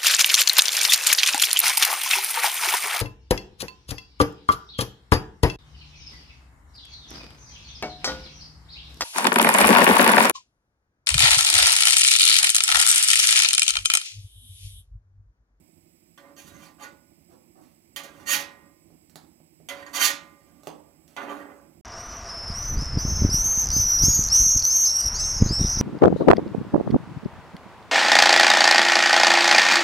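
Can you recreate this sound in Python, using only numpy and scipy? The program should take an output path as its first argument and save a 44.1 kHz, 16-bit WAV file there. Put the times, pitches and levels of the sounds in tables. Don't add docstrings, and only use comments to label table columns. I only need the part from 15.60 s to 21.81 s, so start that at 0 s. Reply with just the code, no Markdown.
import sys
import numpy as np
from scipy import signal
from scipy.fft import rfft, irfft, next_fast_len
from scipy.io import wavfile

SR = 44100
rng = np.random.default_rng(int(sys.argv[2]) if len(sys.argv) > 2 else 0)


def master_out(mix):
    frames = np.transpose(np.atleast_2d(mix))
    ceiling = np.clip(frames, -1, 1)
    pcm = np.round(ceiling * 32767).astype(np.int16)
    wavfile.write(sys.argv[1], SR, pcm)


def gain_from_decibels(decibels):
    exponent = np.asarray(decibels, float) / 20
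    return 10 ** exponent


N = 273953
USUAL_DB = -50
LOAD_SWING = 0.41
CLICK_DB = 5.5


# start t/s, fastest t/s, end t/s, edge hiss level/dB, load on the plate level/dB
SLIDES = [
    (0.765, 0.796, 0.89, -54.5, -71),
    (0.82, 0.882, 0.93, -55, -72),
    (0.87, 1.05, 1.122, -58, -63),
    (1.18, 1.235, 1.292, -53, -51.5),
    (2.42, 2.441, 2.52, -64.5, -58.5),
    (2.5, 2.62, 3.105, -65.5, -59.5),
    (2.655, 2.72, 2.826, -24, -47),
    (4.24, 4.27, 5.63, -69.5, -71.5),
    (4.325, 4.36, 4.45, -30.5, -42),
    (4.385, 4.452, 4.51, -19, -43.5),
]
FLAT_DRAGS = [
    (5.57, 5.63, 5.74, -58.5, -40),
    (5.64, 5.74, 5.93, -57.5, -47.5),
    (5.85, 5.96, 6.16, -72, -63),
]
# level/dB, share of edge [1], share of load [1]
SLIDE_LAW = [(3, 0.76, 0.38), (2.5, 0.13, 0.96), (-9.5, -0.041, 0.53)]
FLAT_LAW = [(-7, 0.82, 1), (3, 0.15, 1), (-1.5, 0.15, 0.75)]


def blade_scrapes():
    sliding = strokes(SLIDES, SLIDE_LAW) + strokes(FLAT_DRAGS, FLAT_LAW) + chatter()
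    judder_db = 2.5 * drift(rate=22)
    return rubbing(sliding * gain_from_decibels(judder_db), per_s=6000, low_hz=215.0)


# t/s, edge level/dB, load level/dB, chatter that follows t/s
STEEL_TAPS = [
    (0.5766, -47, -51.5, .14),
    (0.7655, -44, -67, .03),
    (2.3613, -20.5, -43, 0.094),
    (2.4354, -33, -66.5, 0.18),
    (4.0876, -26, -39.5, .15),
    (4.2642, -43.5, -47.5, 0.037),
    (5.565, -39.5, -31.5, 0.027),
]
# level/dB, share of edge [1], share of load [1]
TAP_LAW = [(5, 0.59, 0.35), (-0.5, .05, 0.98), (-7.5, 0.18, .15)]


def blade_taps():
    return gain_from_decibels(CLICK_DB) * blows(STEEL_TAPS, TAP_LAW, contact_s=0.0022, low_hz=252)


def chatter():
    rattle_s, drag_db, edge_cut_db = 0.0075, -28.5, -9.5
    gains = np.zeros((4, N))
    for s, edge_db, load_db, length in STEEL_TAPS:
        span, t, on = touching(s, s + length)
        under_db = 20 * np.log10(np.exp(-(t - s) / rattle_s) + gain_from_decibels(drag_db))
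        edge = edge_db + edge_cut_db + under_db
        gains[:, span] += on * band_gains(edge, load_db + LOAD_SWING * under_db, SLIDE_LAW)
    return gains


PLATE_HZ = [288, 311, 410, 564, 760, 838, 1030, 1172, 1197, 1420, 1468, 1602, 1870, 1895]
# level/dB, time to fall 60 dB t/s
PLATE_MODES = [(-2, 1.4), (-4.5, 1), (-5, 0.39), (-1, 1.08), (-13, 0.13), (-8, 0.74), (-9, 1.05),
               (-3.5, 0.51), (-8, 0.83), (-9.5, 0.39), (-3.5, 0.54), (-3, .3), (0, .3), (-5, 0.59)]
BLADE_HZ = [2030, 2110, 2378, 2520, 2815, 3120, 3425, 3830, 4592, 5430, 6085, 6308, 6700, 11750]
# level/dB, time to fall 60 dB t/s
BLADE_MODES = [(-6.5, 0.62), (-7, 0.9), (-6.5, 0.53), (-8.5, 0.57), (-11, 0.43), (-1.5, 0.25), (-2, 0.19),
               (-4, 0.37), (-1, 0.2), (-14.5, .2), (-3, .12), (9, 0.11), (4, 0.32), (-7, .13)]
# f/Hz, left over right level/dB
PLATE_BALANCE = [(60, -5), (110, 2), (200, -15), (380, -6.5), (700, -8.5), (1290, -8), (2380, -9),
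                 (4400, -11), (8120, -12), (15000, -39)]


def steel_modes(force, wander_db, free_db):
    pressed_share = 0.19
    flat_from_s, flat_above_hz, flat_db = 5.56, 450, -21
    stifled = gain_from_decibels(flat_db * (np.arange(N) / SR > flat_from_s))
    out = np.zeros((2, N))
    for hz, (level_db, t60) in zip(PLATE_HZ + BLADE_HZ, PLATE_MODES + BLADE_MODES):
        wander = wander_db * min(1, hz / 1500) * drift(9)
        drive = force * gain_from_decibels(level_db + wander)
        free_drive = drive * stifled if hz > flat_above_hz else drive
        tone = ring(drive, hz, t60 * pressed_share) + gain_from_decibels(free_db) * ring(free_drive, hz, t60)
        lean_db = at_hz(PLATE_BALANCE, hz) + rng.normal(0, 1.4)
        left = np.roll(tone, rng.integers(-8, 4))
        out += [left * gain_from_decibels(lean_db / 2), tone * gain_from_decibels(-lean_db / 2)]
    return out


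# f/Hz, level/dB per Hz
PLATE_COLOUR = [(200, 3), (720, -2.5), (2300, -2), (5100, -0.5), (6500, 4), (8300, -2.5), (11500, 4.5),
                (16000, -2)]
# f/Hz, time to fall 60 dB t/s
PLATE_T60 = [(150, .5), (500, .6), (1000, .5), (2000, .36), (4000, .28), (8000, .21), (14000, .15)]
# f/Hz, likeness [-1..1]
PLATE_LIKENESS = [(60, 0.37), (130, -1.7), (290, -0.27), (640, 0.085), (1410, 0.18), (3100, 0.69),
                  (6820, 1), (15000, 1)]


def plate(force, prompt_t60, tail_db):
    size = 2 ** 15
    t, hz = np.arange(size) / SR, np.fft.rfftfreq(size, 1 / SR)
    noise = stereo_noise(size, lambda f: at_hz(PLATE_COLOUR, f), PLATE_LIKENESS, PLATE_BALANCE)
    centres = np.log2(np.array(PLATE_T60)[:, 0])
    prompt = gain_from_decibels(-60 * t / prompt_t60)
    response = 0
    for k, (_, t60) in enumerate(PLATE_T60):
        share = np.interp(np.log2(hz + 1), centres, np.arange(len(centres)) == k)
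        tail = gain_from_decibels(tail_db - 60 * t / t60)
        response = response + irfft(noise * share, size) * (prompt + tail)
    response = response / np.sqrt(np.sum(response.mean(0) ** 2))
    return signal.fftconvolve(force[None], response, axes=1)[:, :N]


# t/s, crisp edge level/dB, load level/dB
BUN_SLAPS = [
    (3.3034, -62, -55),
    (3.497, -45.5, -71),
    (3.5573, -30.5, -49),
    (3.8024, -66, -60),
    (4.0018, -63, -56.5),
    (5.034, -42.5, -54),
    (5.0714, -28, -35),
    (5.4792, -43.5, -95),
    (5.529, -68, -61),
]
# level/dB, share of edge [1], share of load [1]
SLAP_LAW = [(-8, 1.11, 0.042), (-9.5, 0.85, 0.35), (6, .05, .95)]


def bun_slaps():
    return blows(BUN_SLAPS, SLAP_LAW, contact_s=0.00095, low_hz=125)


# start t/s, fastest t/s, end t/s, edge level/dB, load level/dB
NUDGES = [
    (1.68, 1.73, 1.75, -72.5, -55),
    (1.94, 1.97, 2.02, -83, -51.5),
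    (1.99, 2.036, 2.18, -68.5, -75),
    (3.495, 3.54, 3.51, -48, -58),
    (5.035, 5.062, 5.072, -61, -52.5),
    (5.47, 5.485, 5.947, -71, -69.5),
]
# level/dB, share of edge [1], share of load [1]
NUDGE_LAW = [(-2.3, 0.72, 0.17), (-1.2, 0.62, 0.35), (1, 0.053, 0.98)]


def bun_nudges():
    return rubbing(strokes(NUDGES, NUDGE_LAW), per_s=3600, low_hz=123.3)


# f/Hz, level/dB, time to fall 60 dB t/s
THUD_MODES = [(161.8, -2, 0.46), (301, -7, 0.688), (424, -4.5, 0.28), (623, 1.5, 0.061), (842, 3.5, 0.05),
              (2220, -44, 0.046)]


def bun_thud(slap):
    return sum(gain_from_decibels(db - 38.5) * ring(slap, hz, t60) for hz, db, t60 in THUD_MODES)


# f/Hz, level/dB per Hz
BURNER = [(15, -51), (25, -22.5), (76, -3.5), (127, -9), (242, -6.5), (405, -10), (451, -17), (560, -9),
          (607, -8.5), (1020, -18.5), (1560, -25.5), (2350, -17.5), (3520, -27), (7710, -24), (16000, -23)]
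# f/Hz, width f/Hz, level/dB over the noise
BURNER_PEAKS = [(90.5, 100, 5), (163.1, 27, 12.5), (232, 62, 8), (328.5, 64, 13.5), (2160, 200, 3.5),
                (5096, 520, 10), (7767, 290, 18.5), (10200, 260, 2.5), (13800, 500, 5.5)]
# f/Hz, likeness [-1..1]
BURNER_LIKENESS = [(60, 0.89), (130, 0.36), (290, 1), (640, -0.78), (1410, -0.5), (3100, -0.084),
                   (6820, -1.5), (15000, -2.2)]
# f/Hz, left over right level/dB
BURNER_BALANCE = [(60, -12), (110, -6), (200, -14.5), (380, -16), (700, -13), (1290, -5), (2380, -10),
                  (4400, -6.5), (8120, -16), (15000, -28.5)]
# t/s, level/dB
FLAME = [(0.0, -66.5), (0.69, -72), (0.9, -58.5), (1.14, -64.5), (1.43, -67.5), (2.37, -66.5), (2.72, -61),
         (3.13, -67.5), (3.49, -66.5), (3.74, -68), (4.46, -63), (4.91, -66.5), (5.9, -69), (6.21, -63.5)]


def burner(level_db, flicker_db):
    def colour(f):
        peaks = sum(db / (1 + (2 * (f - top) / width) ** 2) for top, width, db in BURNER_PEAKS)
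        return at_hz(BURNER, f) + peaks

    size = next_fast_len(N)
    hz = np.fft.rfftfreq(size, 1 / SR)
    noise = stereo_noise(size, colour, BURNER_LIKENESS, BURNER_BALANCE)
    low = 1 / (1 + (hz / 900) ** 4)
    rumble = irfft(noise * low, size)[:, :N]
    hiss = irfft(noise * (1 - low), size)[:, :N]
    s, flame_db = np.transpose(FLAME)
    slow_db = np.interp(np.arange(N) / SR, s, flame_db - flame_db.mean())
    flame = gain_from_decibels(slow_db + flicker_db * drift(15))
    loudness = np.sqrt(np.mean((rumble + hiss).mean(0) ** 2))
    return gain_from_decibels(level_db) * (rumble * flame + hiss) / loudness


def blows(rows, law, contact_s, low_hz):
    force, size = np.zeros(N), 2048
    for s, edge_db, load_db, *_ in rows:
        contact = 0.16 * rng.standard_normal(size) * np.exp(-np.arange(size) / SR / contact_s)
        contact[0] = 1
        burst = four_bands(contact, low_hz)
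        at = round(s * SR)
        force[at:at + size] += band_gains(edge_db, load_db, law) / np.abs(burst).max(1) @ burst
    return force


def strokes(rows, law):
    start_db, end_db = -28, -27.5
    gains = np.zeros((4, N))
    for start, fastest, end, edge_db, load_db in rows:
        span, t, on = touching(start, end)
        swell = np.clip((fastest - t) / (fastest - start), 0, 1)
        fade = np.clip((t - fastest) / (end - fastest), 0, 1)
        under_db = start_db * swell ** 2.32 + end_db * fade ** 1.16
        gains[:, span] += on * band_gains(edge_db + under_db, load_db + LOAD_SWING * under_db, law)
    return gains


def touching(start, end):
    span = slice(round(start * SR), round(end * SR))
    t = np.arange(span.start, span.stop) / SR
    return span, t, np.clip(np.minimum(t - start, end - t) / 0.0083, 0, 1)


def rubbing(gains, per_s, low_hz):
    sizes = gain_from_decibels(3 * np.minimum(rng.exponential(1, N), 4)) * rng.choice([-1, 1], N)
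    catches = rng.random(N) < per_s / SR
    grit = four_bands(catches * sizes, low_hz)
    return np.sum([g * rms_one(b) for g, b in zip(gains, grit)], axis=0)


def four_bands(x, low_hz):
    cuts = [(4500, "high"), ([1700, 4500], "band"), ([700, 1700], "band"), ([low_hz, 700], "band")]
    bands = []
    for k, (hz, kind) in enumerate(cuts):
        sos = signal.butter(2, hz, kind, fs=SR, output="sos")
        bands.append((-1) ** k * signal.sosfilt(sos, x + 1e-18))
    return np.array(bands)


def band_gains(edge_db, load_db, law):
    edge, load = edge_db - USUAL_DB, load_db - USUAL_DB
    return gain_from_decibels(np.array([edge_db] + [USUAL_DB + db + a * edge + b * load for db, a, b in law]))


def ring(force, hz, t60):
    r, w = gain_from_decibels(-60 / (t60 * SR)), 2 * np.pi * hz / SR
    return signal.lfilter([0, np.sin(w)], [1, -2 * r * np.cos(w), r * r], force)


def stereo_noise(size, gain_db, likeness, balance):
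    hz = np.fft.rfftfreq(size, 1 / SR)
    mid, side = rfft(rng.standard_normal((2, size)))
    alike = np.clip(at_hz(likeness, hz), -.99, .99)
    pair = np.sqrt(1 + alike) * mid + np.sqrt(1 - alike) * side * [[1], [-1]]
    lean = gain_from_decibels(at_hz(balance, hz) / 2 * np.array([[1], [-1]]))
    return pair * lean / lean.mean(0) * gain_from_decibels(gain_db(hz))


def drift(rate):
    steps = rng.standard_normal(int(60 * N / SR) + 2)
    r = np.exp(-2 * np.pi * rate / 60)
    slow = rms_one(signal.lfilter([1], [1, -r], steps))
    return np.interp(np.arange(N) * 60 / SR, np.arange(len(steps)), slow)


def at_hz(points, hz):
    f, value = np.transpose(points)
    return np.interp(np.log(hz + 1), np.log(f), value)


def rms_one(x):
    return x / np.sqrt(np.mean(x ** 2) + 1e-20)


def scene():
    steel = blade_scrapes() + blade_taps()
    rings = steel_modes(steel, wander_db=5.5, free_db=-14.5)
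    slap = bun_slaps()
    buns = bun_nudges() + gain_from_decibels(CLICK_DB) * slap
    body = plate(steel + gain_from_decibels(1.0) * buns, prompt_t60=0.025, tail_db=2)
    direct = (slap + bun_thud(slap)) * gain_from_decibels([[-6], [3]])
    flames = burner(level_db=-60, flicker_db=2.55)
    return gain_from_decibels(-3) * body + gain_from_decibels(-42) * rings + direct + flames


def band_limit(x):
    return signal.sosfilt(signal.butter(12, 16640, fs=SR, output="sos"), x)


def record(dry):
    top_cut = signal.cheby2(12, 60, 16640, fs=SR, output="sos")
    mix = signal.sosfilt(top_cut, dry)
    return band_limit(mix)


dry = scene()
out = record(dry)
master_out(out)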